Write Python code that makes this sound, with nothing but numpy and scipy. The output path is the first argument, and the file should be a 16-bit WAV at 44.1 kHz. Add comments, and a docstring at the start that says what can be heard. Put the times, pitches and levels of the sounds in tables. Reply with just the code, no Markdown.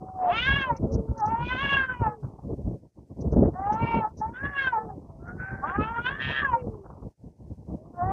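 """Outdoors at night, open to the wind: two cats face off, one near the microphone and one farther away.
The near one yowls in long arcs, summed partials shaped by mouth and throat as the pitch climbs; the other
holds thin, closed-mouth moans and hums of one to three partials. Wind buffets the microphone: coloured noise
in lumps, gusts and lulls. Everything above a moving edge is cut down; a faint hiss and dry puffs lie over it."""
import sys
import numpy as np
from scipy import signal
from scipy.fft import rfft, irfft, next_fast_len
from scipy.io import wavfile
from scipy.ndimage import uniform_filter1d

SR = 44100
rng = np.random.default_rng(int(sys.argv[2]) if len(sys.argv) > 2 else 0)


def elevation(decibels):
    """Turn decibel levels (scalar or array-like) into linear amplitude ratios."""
    levels = np.asarray(decibels, float)
    return 10 ** (levels / 20)


def master(y):
    """Save y as 16-bit WAV."""
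    cut = np.clip(np.atleast_2d(y).T, -1, 1)
    pcm = np.round(cut * 32767)  # scale
    wavfile.write(sys.argv[1], SR, pcm.astype(np.int16))


N = 358090
T = np.arange(N) / SR


def rms_one(x):
    """Scale to unit rms."""
    return x / np.sqrt(np.mean(x ** 2) + 1e-20)


def in_time(rows, t):
    """Columns of a curve, read at points t of its first column."""
    s, *columns = np.transpose(rows)
    return [np.interp(t, s, c) for c in columns]


def drift(hz, size):
    """Noise twice through a one-pole low-pass at hz; rms 1."""
    r = np.exp(-2 * np.pi * hz / SR)
    noise = rng.standard_normal(size + 4000)
    return rms_one(signal.lfilter([1], [1, -2 * r, r * r], noise)[4000:])


def coloured(points, x):
    """Weight x by a spectrum of (frequency [Hz], density [dB per Hz]); rms 1."""
    hz, db = np.transpose(points)
    size = next_fast_len(N)
    f = np.arange(size // 2 + 1) * SR / size + 1
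    gain = elevation(np.interp(np.log(f), np.log(hz), db, -120, -120))
    return rms_one(irfft(rfft(x, size) * gain, size)[:N])


def bells(s, length_s, height):
    """Sum of rounded bumps centred at s, length_s wide where they are down to 1/e."""
    t = T[::64]   # a coarse clock is enough
    bumps = np.exp(-(2 * (t - s[:, None]) / length_s[:, None]) ** 2)
    return np.interp(T, t, height @ bumps)


def span(rows, fade_s):
    """Sample slice, times and faded window of one call."""
    at = slice(int(rows[0][0] * SR), min(int(rows[-1][0] * SR), N))
    t = T[at]
    return at, t, np.clip(np.minimum(t - t[0], t[-1] - t) / fade_s, 0, 1)


def peak(hz, centre_hz, width_hz):
    """Gain of a resonance applied twice."""
    return 1 / (1 + (2 * (hz - centre_hz) / width_hz) ** 2)


# the wind between gusts: (time [s], rumble [dB], rustle [dB])
WIND = [(0, -49, -55.5), (.4, -44, -57.5), (.6, -36.5, -55.5), (.76, -49, -50.5), (.82, -26, -66),
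        (.98, -35, -64.5), (1.2, -44, -56.5), (1.45, -35.5, -63.5), (2.1, -49, -58.5), (2.42, -49, -55),
        (2.48, -32, -68.5), (2.76, -40, -73), (2.85, -50, -69), (3.17, -47, -65.5), (3.22, -30, -72),
        (3.46, -19.5, -55), (3.54, -42, -56), (4.0, -42, -51), (4.15, -48, -67.5), (4.95, -49.5, -61.5),
        (5.2, -46.5, -60), (5.5, -44.5, -54.5), (6.0, -40.5, -54), (6.7, -48, -57.5), (6.91, -47.5, -50.5),
        (7.08, -44, -55), (7.2, -45.5, -67), (7.92, -52, -66), (8.1, -29.5, -54)]
# gusts at the microphone: (centre time [s], length [s], rumble [dB], buffeting over rumble [dB])
GUSTS = [(0.036, 0.024, -49.5, 21.5), (0.322, 0.037, -42.5, -1), (0.515, 0.13, -31, -22.5),
         (0.722, 0.043, -30, -6), (0.961, 0.073, -26.5, -5.5), (1.112, 0.065, -31.5, -10),
         (1.282, 0.034, -38, -7), (1.44, 0.06, -32, -22.5), (1.684, 0.02, -43.5, 5),
         (1.807, 0.092, -38.5, -12.5), (1.931, 0.05, -39.5, -5), (2.017, 0.029, -28, -4),
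         (2.075, 0.035, -29.5, -6), (2.26, 0.047, -36.0, -18), (2.6, 0.21, -37.5, -9),
         (3.253, 0.063, -35.5, -2.5), (3.42, 0.14, -35, 10.5), (3.833, 0.045, -24.5, -4),
         (3.979, 0.061, -27.4, 2.8), (4.181, 0.046, -45, 5.5), (4.281, 0.044, -36.4, -3),
         (4.449, 0.051, -32, -5), (4.658, 0.038, -42.5, -8.5), (4.89, 0.14, -42.5, -6),
         (5.006, 0.023, -46, -17), (5.194, 0.031, -51, -3), (5.362, 0.094, -38, -7),
         (5.547, 0.03, -38, -2.5), (5.803, 0.063, -28.5, -0.3), (6.264, 0.047, -31, -17.5),
         (6.389, 0.021, -60, 8.5), (6.431, 0.034, -37.6, -6), (6.518, 0.057, -32, -12),
         (6.67, 0.087, -34, -3.5), (7.063, 0.043, -33.5, -8.5), (7.277, 0.076, -54, -3),
         (7.519, 0.046, -42, -9), (7.587, 0.029, -43.5, -6), (7.714, 0.1, -37, -3)]
# lulls in the breeze: (centre time [s], length [s], depth [dB])
LULLS = [(0.123, 0.033, -8), (2.175, 0.056, -5), (2.368, 0.045, -3), (2.912, .09, -25.5),
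         (3.073, 0.065, -9), (4.12, 0.11, -4.5), (6.93, 0.017, -1.5), (7.151, 0.095, -36),
         (7.342, 0.078, -19.5)]
# relative spectra of the low, middle and high wind noise: (frequency [Hz], density [dB per Hz])
RUMBLE = [(18, -40.5), (30, -21.5), (57, -1.5), (90, -2), (150, -4), (230, -12.5), (400, -37.5)]
BUFFETING = [(100, -18), (200, 0.5), (350, -3.5), (600, -11), (1000, -29.5), (2000, -62.5)]
RUSTLE = [(300, -2), (600, -4.5), (900, -2), (1400, -14), (2500, -29), (7000, -44)]


def wind(yowl_swell):
    """Eddies hit the microphone in lumps, which all layers share; gusts and lulls ride on the breeze."""
    buffeting_under_rumble_db = -3.5   # between gusts
    rustle_of_wind_db, rustle_of_yowl_db = -33.5, -15.5   # rustle swells with buffeting and with the yowls
    s, length_s, gust_db, bright_db = np.transpose(GUSTS)
    calm = elevation(bells(*np.transpose(LULLS)))
    rumble_db, rustle_db = in_time(WIND, T)
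    breeze = elevation(rumble_db) * calm
    low = breeze + bells(s, length_s, elevation(gust_db))
    mid = elevation(buffeting_under_rumble_db) * breeze + bells(s, length_s, elevation(gust_db + bright_db))
    high = elevation(rustle_db) * np.sqrt(calm)   # lulls are half as deep in dB here
    high += elevation(rustle_of_wind_db) * mid + elevation(rustle_of_yowl_db) * yowl_swell

    lumps = np.clip(drift(22.2, N), -3, 1.8)
    rumble = coloured(RUMBLE, elevation(4.3 * lumps) * rng.standard_normal(N))
    buffeting = coloured(BUFFETING, elevation(3.7 * lumps + 3.7 * drift(25, N)) * rng.standard_normal(N))
    rustle = coloured(RUSTLE, elevation(4.2 * lumps + 2.7 * drift(40, N)) * rng.standard_normal(N))
    return low * rumble + mid * buffeting + high * rustle


# thin hums of the far cat: (time [s], pitch [Hz], level [dB])
HUMS = [
    [(0.0, 747.1, -47.5), (0.156, 753.4, -41), (0.238, 729, -24), (0.306, 703.4, -23.5), (0.334, 710, -35),
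     (0.35, 764.5, -31)],
    [(0.5, 663.8, -71.5), (0.648, 624.1, -49), (0.702, 581.4, -34.5), (0.792, 509.3, -57),
     (0.914, 553, -35), (0.952, 524, -50), (1.082, 574.3, -58), (1.2, 542, -42)],
    [(4.3, 936, -64), (4.526, 742, -55.5), (4.724, 720.7, -55), (4.744, 801, -47.5), (4.828, 782.1, -50),
     (4.87, 705, -54), (4.904, 770, -40.5), (4.984, 732, -69.5), (5.17, 639, -58)],
]
# the far cat's moan: (time [s], pitch [Hz], first partial [dB], second partial [dB])
MOANS = [
    [(5.15, 627, -62.5, -78), (5.25, 697, -59, -59.5), (5.292, 709.4, -50.5, -41), (5.365, 751, -63, -67),
     (5.402, 745, -66, -38.5), (5.492, 774, -45, -39.5), (5.61, 777, -58, -48.5), (5.635, 796, -35, -54),
     (5.694, 775, -46, -34.5), (5.73, 790, -44.5, -47.5), (5.78, 817, -22.5, -26.5)],
]
# single soft tones leading into a yowl or sinking after it:
# (start time [s], length [s], first pitch [Hz], last pitch [Hz], peak level [dB])
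SIGHS = [(0.877, 0.29, 452, 438, -35), (2.042, 0.26, 530, 360, -42), (4.738, 0.27, 510, 366, -42),
         (6.498, .37, 555, 365, -36.5), (7.7, 0.27, 530, 775, -52.5)]


def thin_tones(wobble, shimmer, breath):
    """Closed mouth: one to three nearly pure partials, each flickering and a little breathy."""
    third_under_second_db = -29
    moans = [[(*row, row[-1] + third_under_second_db) for row in rows] for rows in MOANS]
    sigh_shape = ((0, -19), (0.18, 0), (1, -16))   # (share of the length, level [dB] under the peak)
    sighs = [[(s + u * length_s, first + u * (last - first), db + under) for u, under in sigh_shape]
             for s, length_s, first, last, db in SIGHS]
    out = np.zeros(N)
    for rows in moans + HUMS + sighs:
        at, t, window = span(rows, fade_s=.02)
        pitch, *levels_db = in_time(rows, t)
        phase = 2 * np.pi * np.cumsum(pitch * (1 + wobble * drift(30, len(t)))) / SR
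        for k, db in enumerate(levels_db):
            flicker = elevation(shimmer * drift(26, len(t)))
            flicker = flicker + breath * (1 + k) * drift(290, len(t))
            out[at] += window * np.sqrt(2) * elevation(db) * flicker * np.sin((k + 1) * phase)
    return out


# relative spectrum of the hiss: (frequency [Hz], density [dB per Hz])
HISS = [(500, 0), (2000, 1), (3500, -4), (4600, 1), (5000, 2.5), (6300, 3.5), (7000, -0.5), (8000, 0),
        (10000, -1.5), (11000, -9), (15600, -8)]


def hiss(sound):
    """Faint bright noise that sinks when the rest of the sound is quiet."""
    top_db, knee_db, follows, memory_s = -77.5, -34, 0.36, 0.088   # follows: dB per dB under the knee
    power = np.abs(uniform_filter1d(sound ** 2, int(memory_s * SR)))
    level_db = 10 * np.log10(power + 1e-12)
    gain = elevation(top_db + follows * np.minimum(level_db - knee_db, 0))
    return gain * coloured(HISS, rng.standard_normal(N))


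# near cat, one list a yowl:
# (time [s], pitch [Hz], level [dB], mouth resonance [Hz], throat over level [dB])
YOWLS = [
    [(.24, 242, -41.5, 780, -39), (.27, 287, -32, 810, -35.5), (.3, 322.2, -31, 830, -22.5),
     (.33, 422, -27.5, 1001, -14.5), (.364, 443.7, -30.5, 1406, -1.5), (.41, 485, -35, 1455, 5),
     (.48, 539.4, -27, 1508, -3.5), (.52, 550.5, -25, 1455, -5), (.575, 558, -26.5, 1600, -8.5),
     (.63, 539, -27, 1550, -10), (.69, 498, -28, 900, -24.5), (.706, 470, -20.5, 880, -52),
     (.73, 447, -35.5, 910, -30), (.79, 460, -57, 920, -9)],
    [(.9, 444, -63.5, 820, -39), (1.14, 452, -53.5, 875, -48), (1.194, 450, -35, 843, -54),
     (1.23, 414, -26.5, 844, -74), (1.31, 450, -28.5, 820, -24), (1.358, 459, -27, 910, -40),
     (1.432, 482.5, -34, 1130, -12), (1.468, 489.4, -49, 1243, 7.5), (1.51, 506, -28.5, 1360, -10.5),
     (1.57, 510.5, -32, 1360, -8), (1.61, 552.7, -28, 1456, -6.5), (1.74, 556.4, -24, 1474, -4.5),
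     (1.85, 521.5, -24.5, 1490, -23.5), (1.878, 516, -43.5, 1540, -20), (1.9, 511.7, -22.5, 1480, -35),
     (1.988, 486, -49, 1000, -12), (2.03, 460, -24, 890, -36), (2.076, 424.3, -20.5, 830, -42.5),
     (2.17, 422, -55.5, 844, -31)],
    [(3.5, 336, -62.5, 729, -33), (3.524, 350.6, -69, 738, -33), (3.558, 362.4, -37.5, 752, -58),
     (3.698, 416.5, -26.5, 835, -40), (3.758, 438.4, -29.5, 866, -36), (3.826, 460.4, -29, 886, -15),
     (3.888, 460.3, -29.5, 917, -10), (3.974, 457.8, -26, 887, -15), (4.004, 449, -33.5, 874, -14.5),
     (4.05, 432, -20.5, 845, -60), (4.098, 440, -49, 825, -33), (4.13, 463.7, -66, 853, -37)],
    [(4.19, 432, -90, 860, -16.5), (4.216, 428, -28, 840, -52), (4.236, 434.4, -29.5, 855, -56),
     (4.295, 457, -43.5, 856, -23.5), (4.32, 470.3, -56.5, 1100, -31), (4.365, 506, -38.5, 1560, -21),
     (4.43, 553, -36, 1625, -40), (4.455, 567, -27.5, 1550, -24), (4.51, 571.4, -40.5, 1520, -35),
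     (4.55, 560.2, -31, 1430, -24.5), (4.59, 551.5, -29.5, 1630, -9.5), (4.68, 517.5, -24, 1600, -19.5),
     (4.714, 492, -40.5, 1500, -26), (4.73, 477, -28, 933, -28), (4.774, 434, -21, 835, -55),
     (4.87, 436, -55.5, 833, -35), (4.9, 411, -42.5, 781, -45.5), (4.95, 384, -61, 772, -36)],
    [(5.61, 254.4, -55, 1050, -20), (5.646, 290.7, -29.5, 1110, -48), (5.69, 338.2, -33, 1190, -26.5),
     (5.77, 414.6, -31, 1085, -43), (5.82, 428.3, -28.5, 1157, -13), (5.93, 463.5, -35, 1090, -26),
     (5.99, 472.3, -26, 1227, -30), (6.03, 481.5, -47.5, 1314, -10), (6.066, 497.5, -22.5, 1610, -13),
     (6.1, 541, -30.5, 1490, -15), (6.18, 582.5, -41.5, 1580, -24), (6.216, 603.4, -33, 1780, -6.5),
     (6.256, 609.6, -35, 1721, -2.5), (6.39, 605, -28, 1696, -11), (6.442, 572, -24, 1520, -30.5),
     (6.515, 495, -34, 980, -23), (6.536, 469.6, -21, 915, -42), (6.62, 457, -56, 953, -7.5)],
    [(7.93, 351, -55.5, 731, -56.5), (8.002, 352.3, -30.5, 736, -63), (8.026, 358, -27.5, 715, -74),
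     (8.12, 396, -27, 737, -40.5)],
]
# a second, higher tone sounds with the near yowl, and its sum and difference tones with the yowl's partials
# ring along: (time [s], frequency [Hz], depth [0-1])
SECOND_VOICE = [(6.04, 1010, 0), (6.08, 1030, .35), (6.16, 1060, .3), (6.19, 1070, .9), (6.25, 1077, .9),
                (6.38, 1079, .9), (6.42, 1082, .6), (6.46, 1082, 0)]
# companions of the throat resonance: (ratio to it [1], width [Hz], level [dB])
THROAT_COMPANIONS = [(1.19, 350, -7), (.8, 910, -7)]
# faint fixed resonances of the airy top: (frequency [Hz], width [Hz], level [dB])
AIRY_TOP = [(4000, 700, 0), (4900, 900, -10), (6200, 1500, -16)]


def throat_resonance(pitch, mouth_hz, depth):
    """The throat resonance rises as the mouth opens and while the pitch climbs."""
    shut_hz, per_mouth_hz, mouth_shut_hz = 2270, 0.8, 855
    per_rise_s, rise_most_hz = 0.21, 450   # Hz per Hz/s of climb, up to a limit
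    beating_hz = 3270   # where the throat rings while both vibrations sound
    rise = uniform_filter1d(np.gradient(pitch) * SR, size=2000)
    throat_hz = shut_hz + per_mouth_hz * (mouth_hz - mouth_shut_hz)
    throat_hz = throat_hz + np.clip(per_rise_s * rise, 0, rise_most_hz)
    return np.where(depth > .5, beating_hz, throat_hz)


def throat_gain(hz, throat_hz):
    """The throat resonance, its companions and the airy top."""
    main = peak(hz, throat_hz, 110) / (1 + (hz / 3700) ** 20)
    beside = sum(elevation(db) * peak(hz, k * throat_hz, w) for k, w, db in THROAT_COMPANIONS)
    beside = beside / (1 + (hz / 3600) ** 20)
    top = sum(elevation(db) * peak(hz, c, w) for c, w, db in AIRY_TOP)
    top = elevation(-32) * top * (hz > 3600)
    return main + beside + top


def near_cat(wobble, shimmer, breath):
    """Partials of the folds, and their sums with a second tone, weighted by mouth and throat. 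Also returns how
    strongly the rustle swells with the yowls."""
    mouth_width_hz, fundamental_db = 420, -20.5
    swell_follows_upper = 0.27   # dB per dB: the rustle swells less when the upper partials are weak
    out, yowl_swell = np.zeros(N), np.zeros(N)
    second_hz, depth_all = in_time(SECOND_VOICE, T)
    second_phase_all = 2 * np.pi * np.cumsum(second_hz) / SR
    for rows in YOWLS:
        at, t, window = span(rows, fade_s=0.003)
        pitch, level_db, mouth_hz, upper_db = in_time(rows, t)
        depth, second_phase = depth_all[at], second_phase_all[at]
        throat_hz = throat_resonance(pitch, mouth_hz, depth)
        pitch = pitch * (1 + wobble * drift(30, len(t)))
        phase = 2 * np.pi * np.cumsum(pitch) / SR
        # an open throat lifts the partials beside the mouth resonance
        skirt = 0.0074 + .12 * elevation(np.minimum(upper_db, -8))
        # weak stretches are breathier
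        hoarse = breath * elevation(0.29 * np.clip(-25.5 - level_db, 0, 30))

        # (multiple of the first vibration, multiple of the second)
        pairs = [(m, 0) for m in range(2, 19)]
        if depth.max() > 0:
            pairs += [(m, n) for n in range(1, 5) for m in range(-2, 7)]
            pairs += [(m, -1) for m in range(4, 9)]
        # small starting values: the powers are divided by below
        low, high, low_power, high_power = np.outer([0.00046, 0.0081, 0.12, 0.0079], np.ones(len(t)))
        for m, n in pairs:
            on = depth > 0 if n else slice(None)   # sums sound only with the second vibration
            hz = m * pitch[on] + n * second_hz[at][on]
            if n:
                share = depth[on] * .85 ** abs(n)
            else:
                share = 1 - .6 * depth[on] * (m > 3)
            # each partial flickers slowly on its own; turbulent air spreads noise around it
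            flicker = elevation(shimmer * drift(25, len(hz)))
            flicker = flicker + hoarse[on] * (1 + (hz / 3000) ** 2) * drift(250, len(hz))
            wave = flicker * np.sin(m * phase[on] + n * second_phase[on] + rng.normal(0, 0.83))
            # the mouth shapes partials below 2 kHz, the throat those above
            a = share * (peak(hz, mouth_hz[on], mouth_width_hz) + skirt[on]) * (hz < 2000) * (hz > 300)
            b = share * throat_gain(hz, throat_hz[on]) * (hz >= 2000)
            low[on] += a * wave
            high[on] += b * wave
            low_power[on] += a * a / 2
            high_power[on] += b * b / 2

        voice = low / np.sqrt(low_power) + elevation(upper_db) * high / np.sqrt(high_power)
        voice = voice + elevation(fundamental_db) * np.sin(phase)
        out[at] = window * elevation(level_db) * voice
        yowl_swell[at] = window * elevation(level_db + swell_follows_upper * np.minimum(upper_db, 0))
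    return out, yowl_swell


# brief dry puffs of hiss near 6 kHz: (time [s], level [dB, before a 12 dB cut], length [s])
PUFFS = [(0.7666, -43.5, 0.0099), (0.9188, -45.5, 0.016), (0.939, -39.5, 0.013), (1.177, -46.5, 0.012),
         (1.2, -42.5, 0.0081), (1.2565, -45.5, 0.012), (1.277, -53, 0.016), (3.2074, -48, 0.015),
         (3.318, -50, 0.016), (3.721, -47, 0.022), (4.171, -47.5, 0.028), (5.28, -63, 0.0081)]
# relative spectrum of the puffs: (frequency [Hz], density [dB per Hz])
PUFF_COLOUR = [(3800, -21), (4500, -15.5), (5200, -7), (6000, 1), (6600, -8.5), (7100, -20)]


def puffs():
    """Quick rise, rounded fall, on bright noise."""
    shape = np.zeros(N)
    for s, db, length_s in PUFFS:
        u = np.clip((T - s + .003) / max(length_s, .003), 0, 30)   # starts 3 ms ahead
        shape += elevation(db - 12.0) * u * np.exp(1 - u * u)
    return shape * coloured(PUFF_COLOUR, rng.standard_normal(N))


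# the edge lies where the spectrum sinks under this level: (frequency [Hz], level [dB])
PASS_DB = [(500, -91.5), (900, -77.5), (1150, -71), (1600, -73.5), (2500, -73.5), (4000, -81.5),
           (6300, -87), (7200, -48.5)]


def band_edge(x, knee, fall_db, widest_hz):
    """Short spectra fall away steeply from a knee just under the highest band that is loud enough."""
    soft_db = 4.5
    f, t, z = signal.stft(x, SR, nperseg=512, noverlap=384)
    power = uniform_filter1d(abs(z) ** 2, size=15, axis=1)
    excess_db = 10 * np.log10(power + 1e-16) - in_time(PASS_DB, f[:, None])[0]
    reached_db = np.maximum.accumulate(excess_db[::-1], axis=0)   # from the top band down
    bands = np.clip(reached_db / soft_db + .5, 0, 1).sum(axis=0)
    edge_hz = f[1] * (bands + 4.5)
    over = f[:, None] / edge_hz - 1 + knee * np.minimum(1, widest_hz / edge_hz)
    gain = elevation(-fall_db * np.clip(over, 0, 2))
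    return signal.istft(z * gain, SR, nperseg=512, noverlap=384)[1][:N]


def scene():
    """Cats and wind under the edge, hiss and puffs beside it."""
    yowls, yowl_swell = near_cat(wobble=0.0059, shimmer=3.2, breath=.14)
    tones = thin_tones(wobble=0.0016, shimmer=1.2, breath=0.24)
    shared_flutter = elevation(1.2 * drift(54, N))   # a fast flutter in the level passed by the noise suppressor
    cats = (yowls + tones) * shared_flutter
    inside = band_edge(cats + wind(yowl_swell), knee=0.24, fall_db=119.5, widest_hz=1350)
    return (inside + hiss(inside) + puffs())[None]


def roll_off(x):
    """The treble ends steeply here."""
    return signal.sosfilt(signal.butter(12, 15720, fs=SR, output="sos"), x)


def record(dry):
    """The finished mix as it is kept."""
    return roll_off(dry)


dry = scene()
out = record(dry)
master(out)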